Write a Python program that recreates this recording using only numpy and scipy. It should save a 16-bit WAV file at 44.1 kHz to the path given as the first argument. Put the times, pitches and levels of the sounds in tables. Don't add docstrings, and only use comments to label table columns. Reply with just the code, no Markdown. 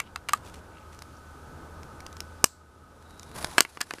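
import sys
import numpy as np
from scipy import signal
from scipy.fft import rfft, irfft, next_fast_len
from scipy.io import wavfile
from scipy.ndimage import uniform_filter1d

SR = 44100
rng = np.random.default_rng(int(sys.argv[2]) if len(sys.argv) > 2 else 0)


def digitize_waveform(pressure):
    field = np.atleast_2d(pressure).T
    bounded = np.clip(field, -1, 1)
    quanta = np.round(bounded * 32767).astype(np.int16)
    wavfile.write(sys.argv[1], SR, quanta)


N = 176400
TIME = np.arange(N) / SR

# t/s, ring level/dB, focus f/Hz, crack level/dB, thud level/dB
CLACKS = [(.0015, -15.5, 2250, -22.5, -50), (0.1597, -19.5, 1360, -29.5, -62),
          (0.2875, -20.5, 2330, -26.5, -48), (0.2924, -18.5, 1413, -25, -50),
          (0.3339, -13, 1616, -15.5, -38), (3.5817, 0.5, 1690, -9.5, -8.5), (3.5847, -2.5, 3100, -18, -26),
          (3.5892, -14, 1320, -15, -29), (3.6058, 1, 1457, 5.5, -4.5), (3.6500, -13, 2240, -26.5, -23.5),
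          (3.7726, -20.5, 1200, -37, -24.5), (3.8063, -19.5, 1630, -19, -33),
          (3.8103, -11, 1548, -23.5, -20), (3.8139, -10.5, 1703, -10.5, -29),
          (3.9085, -12.5, 1536, -28, -25), (3.9368, -21.5, 2020, -26.5, -17.5),
          (3.984, -28.5, 1680, -44, -29)]
# f/Hz, level/dB
CRACK_SPECTRUM = [(300, -41.5), (3300, -1), (6300, 1), (7900, 2.5), (10000, -3.5), (16000, -14)]
THUD_HZ, THUD_T60_S = 328, 0.011
LATCH_S, LATCH_DB, LATCH_HZ, LATCH_BEAT_HZ, LATCH_T60_S = 0.334, -9, 1160, 95.5, 0.029


def gun():
    times, ring_db, focus_hz, crack_db, thud_db = np.transpose(CLACKS)
    steel = sum(steel_ring(*clack) for clack in zip(times, ring_db, focus_hz))
    steel = signal.sosfilt(signal.butter(2, [600, 6000], "band", fs=SR, output="sos"), steel)
    thud = ring(clicks(times, from_db(thud_db)), THUD_HZ, THUD_T60_S)
    thud = signal.sosfilt(signal.butter(2, 900, fs=SR, output="sos"), thud)
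    crack = colour(bursts(times, crack_db, t60_s=0.01), CRACK_SPECTRUM)
    seat = clicks([LATCH_S], [from_db(LATCH_DB)])
    latch = ring(seat, LATCH_HZ, LATCH_T60_S) - ring(seat, LATCH_HZ + LATCH_BEAT_HZ, LATCH_T60_S)
    return steel + thud + crack + latch


# f/Hz, level/dB, t60/s
STEEL_MODES = [(735, -5, 0.017), (954, -4.5, 0.02), (1129, -1.5, 0.025), (1388, -2.5, 0.015),
               (1662, -5.5, 0.021), (1950, -5.5, 0.021), (2260, -1.5, 0.014), (2718, -0.5, 0.017),
               (3150, -5, 0.012), (4270, -3.5, 0.011), (4940, -2, 0.0098)]
FOCUS_DB, FOCUS_OCTAVES = 9, 0.2
BOUNCE_GAP_S, BOUNCE_LOSS_DB = 0.0045, 15.5


def steel_ring(start_s, db, focus_hz):
    hz, mode_db, t60_s = np.transpose(STEEL_MODES)
    nearest = np.argmin(abs(np.log(hz / focus_hz)))
    hz = hz * focus_hz / hz[nearest]
    boost_db = FOCUS_DB * np.exp(-(np.log2(hz / focus_hz) / FOCUS_OCTAVES) ** 2)
    out = 0
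    for bounce in range(3):
        shares = from_db(mode_db + boost_db + rng.normal(0, 1, len(hz))) * rng.choice([-1, 1], len(hz))
        strength = from_db(db - BOUNCE_LOSS_DB * np.sqrt(bounce))
        out = out + struck(start_s, hz, strength * shares / np.linalg.norm(shares), t60_s)
        start_s = start_s + BOUNCE_GAP_S * rng.uniform(0.5, 2.2)
    return out


# t/s, level/dB, ring f/Hz
TAPS = [(0.9904, -37.5, 6140), (1.0213, -30, 1170), (1.832, -38.5, 2260), (2.0045, -34.5, 2260),
        (2.065, -30, 4850), (2.1277, -38, 6300), (2.1683, -35, 5330), (2.2044, -21.5, 5280),
        (3.196, -33.5, 7100), (3.231, -32.5, 5250)]
# f/Hz, level/dB
TAP_SPECTRUM = [(600, -9), (1100, 2.5), (2800, -1.5), (5400, 3), (16000, -16)]
TAP_TRIM_DB = -3


def nozzle_taps():
    times, levels_db, _ = np.transpose(TAPS)
    ticks = colour(bursts(times, levels_db, t60_s=0.012), TAP_SPECTRUM)
    rings = sum(struck(start_s, hz, from_db(db), t60_s=0.0099) for start_s, db, hz in TAPS)
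    return from_db(TAP_TRIM_DB) * (ticks + rings)


# f/Hz, level/dB
CASE_MODES = [(1170, -4), (1700, -8), (2350, -10), (2900, -6), (5050, -8.5), (5850, -2.5), (6550, -5),
              (8200, -0.5), (10500, -8), (13200, -8.5)]
# f/Hz, level/dB
TAIL_SPECTRUM = [(3000, -14), (4500, -2.5), (6500, -5.5), (7900, 2.5), (10000, -17)]
SNAP_S, SNAP_DB, PUSH_LENGTH_S, PUSH_DB = 2.4422, -2.5, 0.00072, -6.5
TAIL_DB, TAIL_T60_S = -36.5, 0.33
GAS_HZ, GAS_DB, GAS_SPAN_S = 3850, -66, (2.9, 3.119, 3.4, 3.9)


def lighter():
    push_phase = np.pi * np.clip((SNAP_S - TIME) / PUSH_LENGTH_S, 0, 1)
    push = -from_db(PUSH_DB) * np.sqrt(np.sin(push_phase).clip(0))
    snap = colour(bursts([SNAP_S], [SNAP_DB], t60_s=0.012), CRACK_SPECTRUM)
    case_hz, case_db = np.transpose(CASE_MODES)
    signs = (-1) ** np.arange(len(case_hz))
    case = struck(SNAP_S, case_hz, from_db(case_db) * signs, t60_s=0.013)
    tail = from_db(TAIL_DB) * decay(SNAP_S, TAIL_T60_S) * noise(TAIL_SPECTRUM)
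    gas = from_db(GAS_DB) * np.interp(TIME, GAS_SPAN_S, [0, 1, 1, 0]) * narrow(GAS_HZ, width_hz=300)
    return push + snap + case + tail + gas


# t/s, level/dB
BURN_LEVEL = [(2.95, -71), (3.335, -61), (3.36, -46.5), (3.44, -48.5), (3.57, -50.5), (3.7, -48.5),
              (3.79, -56), (3.86, -51.5)]
# t/s, level/dB
SPITS = [(3.025, -45), (3.1077, -44), (3.315, -42), (3.4267, -29.5), (3.4452, -18)]
# f/Hz, level/dB
FUSE_SPECTRUM = [(200, -3.5), (1650, 1), (3000, -5), (3900, -2), (5200, -3.5), (10500, -7), (15000, -22)]
# f/Hz, level/dB
FLARE_SPECTRUM = [(170, 2.5), (400, -1), (1000, 3), (1600, -5), (3000, -23)]
SPARKS_PER_S, SPARKS_DB, SPUTTERS_PER_S, SPUTTER_DB = 560, -9.5, 140, 2.5
SIZZLE_HZ, SIZZLE_DB = 10330, -8
FLARE_S, FLARE_ATTACK_S, FLARE_T60_S, FLARE_DB = 3.34, 0.025, 1, -39


def fuse():
    spark_sizes = from_db(7.8 * np.minimum(rng.exponential(1, N), 4)) * rng.choice([-1, 1], N)
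    sparks = unit_rms(spark_sizes * (rng.random(N) < SPARKS_PER_S / SR))
    burn_db = np.interp(TIME, *np.transpose(BURN_LEVEL)) + SPUTTER_DB * drift(SPUTTERS_PER_S)
    burn = from_db(burn_db) * (TIME > BURN_LEVEL[0][0])
    jet = burn * (rng.standard_normal(N) + from_db(SPARKS_DB) * sparks)
    sizzle = burn * from_db(SIZZLE_DB) * narrow(SIZZLE_HZ, width_hz=2100)
    flare_rise = np.clip((TIME - FLARE_S) / FLARE_ATTACK_S, 0, 1)
    flare = from_db(FLARE_DB) * flare_rise * decay(FLARE_S, FLARE_T60_S) * noise(FLARE_SPECTRUM)
    spits = bursts(*np.transpose(SPITS), t60_s=0.012)
    return colour(jet + spits, FUSE_SPECTRUM) + sizzle + flare


# centre t/s, length/s, level/dB
RUBS = [(0.358, 0.1, -54.5), (0.473, 0.064, -49), (0.559, 0.063, -52.5), (0.94, 0.043, -55)]
# f/Hz, level/dB
RUB_SPECTRUM = [(300, 1), (2400, 3), (4000, -0.5), (9000, -3), (16000, -17)]
# centre t/s, length/s, level/dB, f/Hz
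SQUEAKS = [(0.059, 0.055, -60, 2900), (.78, .2, -65.5, 2400), (1.172, 0.0092, -50, 5700)]
SLIP_DEPTH_DB = 5


def hand():
    slips = from_db(SLIP_DEPTH_DB * drift(rate_hz=350))
    rubs = sum(swell(*rub) for rub in RUBS) * unit_rms(slips * noise(RUB_SPECTRUM))
    squeaks = sum(swell(centre_s, length_s, db) * unit_rms(slips * narrow(hz, width_hz=1300))
                  for centre_s, length_s, db, hz in SQUEAKS)
    return rubs + squeaks


ECHO_S, ECHO_DB, SCATTER_DB, SCATTER_T60_S = 0.013, -28.5, -22, 0.066


def yard_echo(x):
    scatter = decay(ECHO_S, SCATTER_T60_S) * rng.standard_normal(N)
    scatter = from_db(SCATTER_DB) * scatter / np.linalg.norm(scatter)
    wall = clicks([ECHO_S], [from_db(ECHO_DB)])
    return signal.fftconvolve(x, wall + scatter)[:N]


# t/s, level/dB
BACKGROUND_LEVEL = [(.2, -54.5), (1.1, -48.5), (2.35, -47.5), (4, -53.5)]
# f/Hz, relative level/dB
HUMS = [(78.6, -2.5), (1500, -12.5)]
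# f/Hz, level/dB
AIR_SPECTRUM = [(2400, 0), (5500, -2.5), (10500, -5.5), (16000, -18)]
FLUTTER_DB, WANDER_HZ, WHINE_HZ, WHINE_DB = 3.5, 2.19, 1265, -8
AIR_DB, AIR_SWELL_SHARE = -62, 0.63


def hum_and_hiss():
    level_db = np.interp(TIME, *np.transpose(BACKGROUND_LEVEL))
    hum = 0
    for hz, db in HUMS:
        flutter = from_db(FLUTTER_DB * np.tanh(drift(rate_hz=30)))
        phase = 2 * np.pi * np.cumsum(hz + WANDER_HZ * drift(rate_hz=20)) / SR
        hum = hum + from_db(db) * unit_rms(flutter * np.sin(phase))
    whine = from_db(WHINE_DB) * narrow(WHINE_HZ, width_hz=100)
    air = from_db(AIR_DB + AIR_SWELL_SHARE * (level_db - level_db.mean())) * noise(AIR_SPECTRUM)
    return from_db(level_db) * (hum + whine) + air


# t/s, level/dB
RUMBLE_LEVEL = [(.26, -52), (.45, -47), (.9, -51), (1.25, -51.5), (1.6, -46), (2.35, -50), (2.7, -50),
                (4, -48.5)]
# f/Hz, level/dB
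RUMBLE_SPECTRUM = [(20, -2.5), (55, 7), (110, 5.5), (220, 1), (500, -1), (760, -5), (880, -0.5), (1100, -7),
                   (1400, -6.5), (1580, -7), (1900, -20), (4000, -40)]


def rumble():
    return from_db(np.interp(TIME, *np.transpose(RUMBLE_LEVEL))) * noise(RUMBLE_SPECTRUM)


def from_db(db):
    return 10 ** (np.asarray(db) / 20)


def unit_rms(x):
    return x / np.sqrt(np.mean(x ** 2) + 1e-20)


def colour(x, spectrum):
    hz, db = np.transpose(spectrum)
    size = next_fast_len(2 * N)
    bin_hz = np.arange(size // 2 + 1) * SR / size
    gain = unit_rms(from_db(np.interp(np.log(bin_hz + 1), np.log(hz), db)))
    cepstrum = irfft(np.log(gain), size)
    cepstrum[1:size // 2] *= 2
    cepstrum[size // 2 + 1:] = 0
    return irfft(rfft(x, size) * np.exp(rfft(cepstrum)), size)[:N]


def noise(spectrum):
    return colour(rng.standard_normal(N), spectrum)


def narrow(hz, width_hz):
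    b, a = signal.iirpeak(hz, hz / width_hz, fs=SR)
    once = signal.lfilter(b, a, rng.standard_normal(N + SR))
    return unit_rms(signal.lfilter(b, a, once)[SR:])


def drift(rate_hz):
    return unit_rms(np.interp(TIME * rate_hz, np.arange(N), rng.standard_normal(N)))


def decay(start_s, t60_s):
    return (TIME >= start_s) * np.exp(-np.log(1000) * np.clip((TIME - start_s) / t60_s, 0, 10))


def swell(centre_s, length_s, db):
    return from_db(db) * np.exp(-(2 * (TIME - centre_s) / length_s) ** 2)


def clicks(times, gains):
    return np.bincount(np.clip(np.asarray(times) * SR, 0, N - 1).astype(int), gains, N)


def bursts(times, db, t60_s):
    pole = from_db(-60 / (t60_s * SR))
    envelope = signal.lfilter([1], [1, -pole], clicks(times, from_db(db)) + 1e-18)
    return envelope * rng.choice([-1, 1], N)


def ring(x, hz, t60_s):
    radius, angle = np.exp(-np.log(1000) / (t60_s * SR)), 2 * np.pi * hz / SR
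    return signal.lfilter([1, -1], [1, -2 * radius * np.cos(angle), radius ** 2], x + 1e-18)


def struck(start_s, hz, gains, t60_s):
    age_s = TIME[:SR // 10, None]
    modes = gains * np.sin(2 * np.pi * hz * age_s) * np.exp(-np.log(1000) * age_s / t60_s)
    return np.concatenate([np.zeros(int(start_s * SR)), modes.sum(axis=1), np.zeros(N)])[:N]


def scene():
    near = gun() + nozzle_taps() + lighter() + fuse() + hand()
    return (near + yard_echo(near) + hum_and_hiss() + rumble())[None]


DUCK_ABOVE_DB, DUCK_MAX_DB, DUCK_ATTACK_S, RECOVER_DB_PER_S = -10.5, 10, 0.0023, 11
CUTOFF_HZ = 15000


def record(dry):
    level_db = 10 * np.log10(np.maximum(uniform_filter1d(dry[0] ** 2, size=88), 1e-12))
    over_db = np.clip(level_db - DUCK_ABOVE_DB, 0, DUCK_MAX_DB)
    recovery_db = RECOVER_DB_PER_S * TIME
    held_db = np.maximum.accumulate(over_db + recovery_db) - recovery_db
    pole = np.exp(-1 / (DUCK_ATTACK_S * SR))
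    duck_db = signal.lfilter([1 - pole], [1, -pole], held_db)
    clipped = np.clip(dry * from_db(-duck_db), -1, 1)
    return signal.sosfilt(signal.ellip(10, 0.2, 90, CUTOFF_HZ, fs=SR, output="sos"), clipped)


dry = scene()
out = record(dry)
digitize_waveform(out)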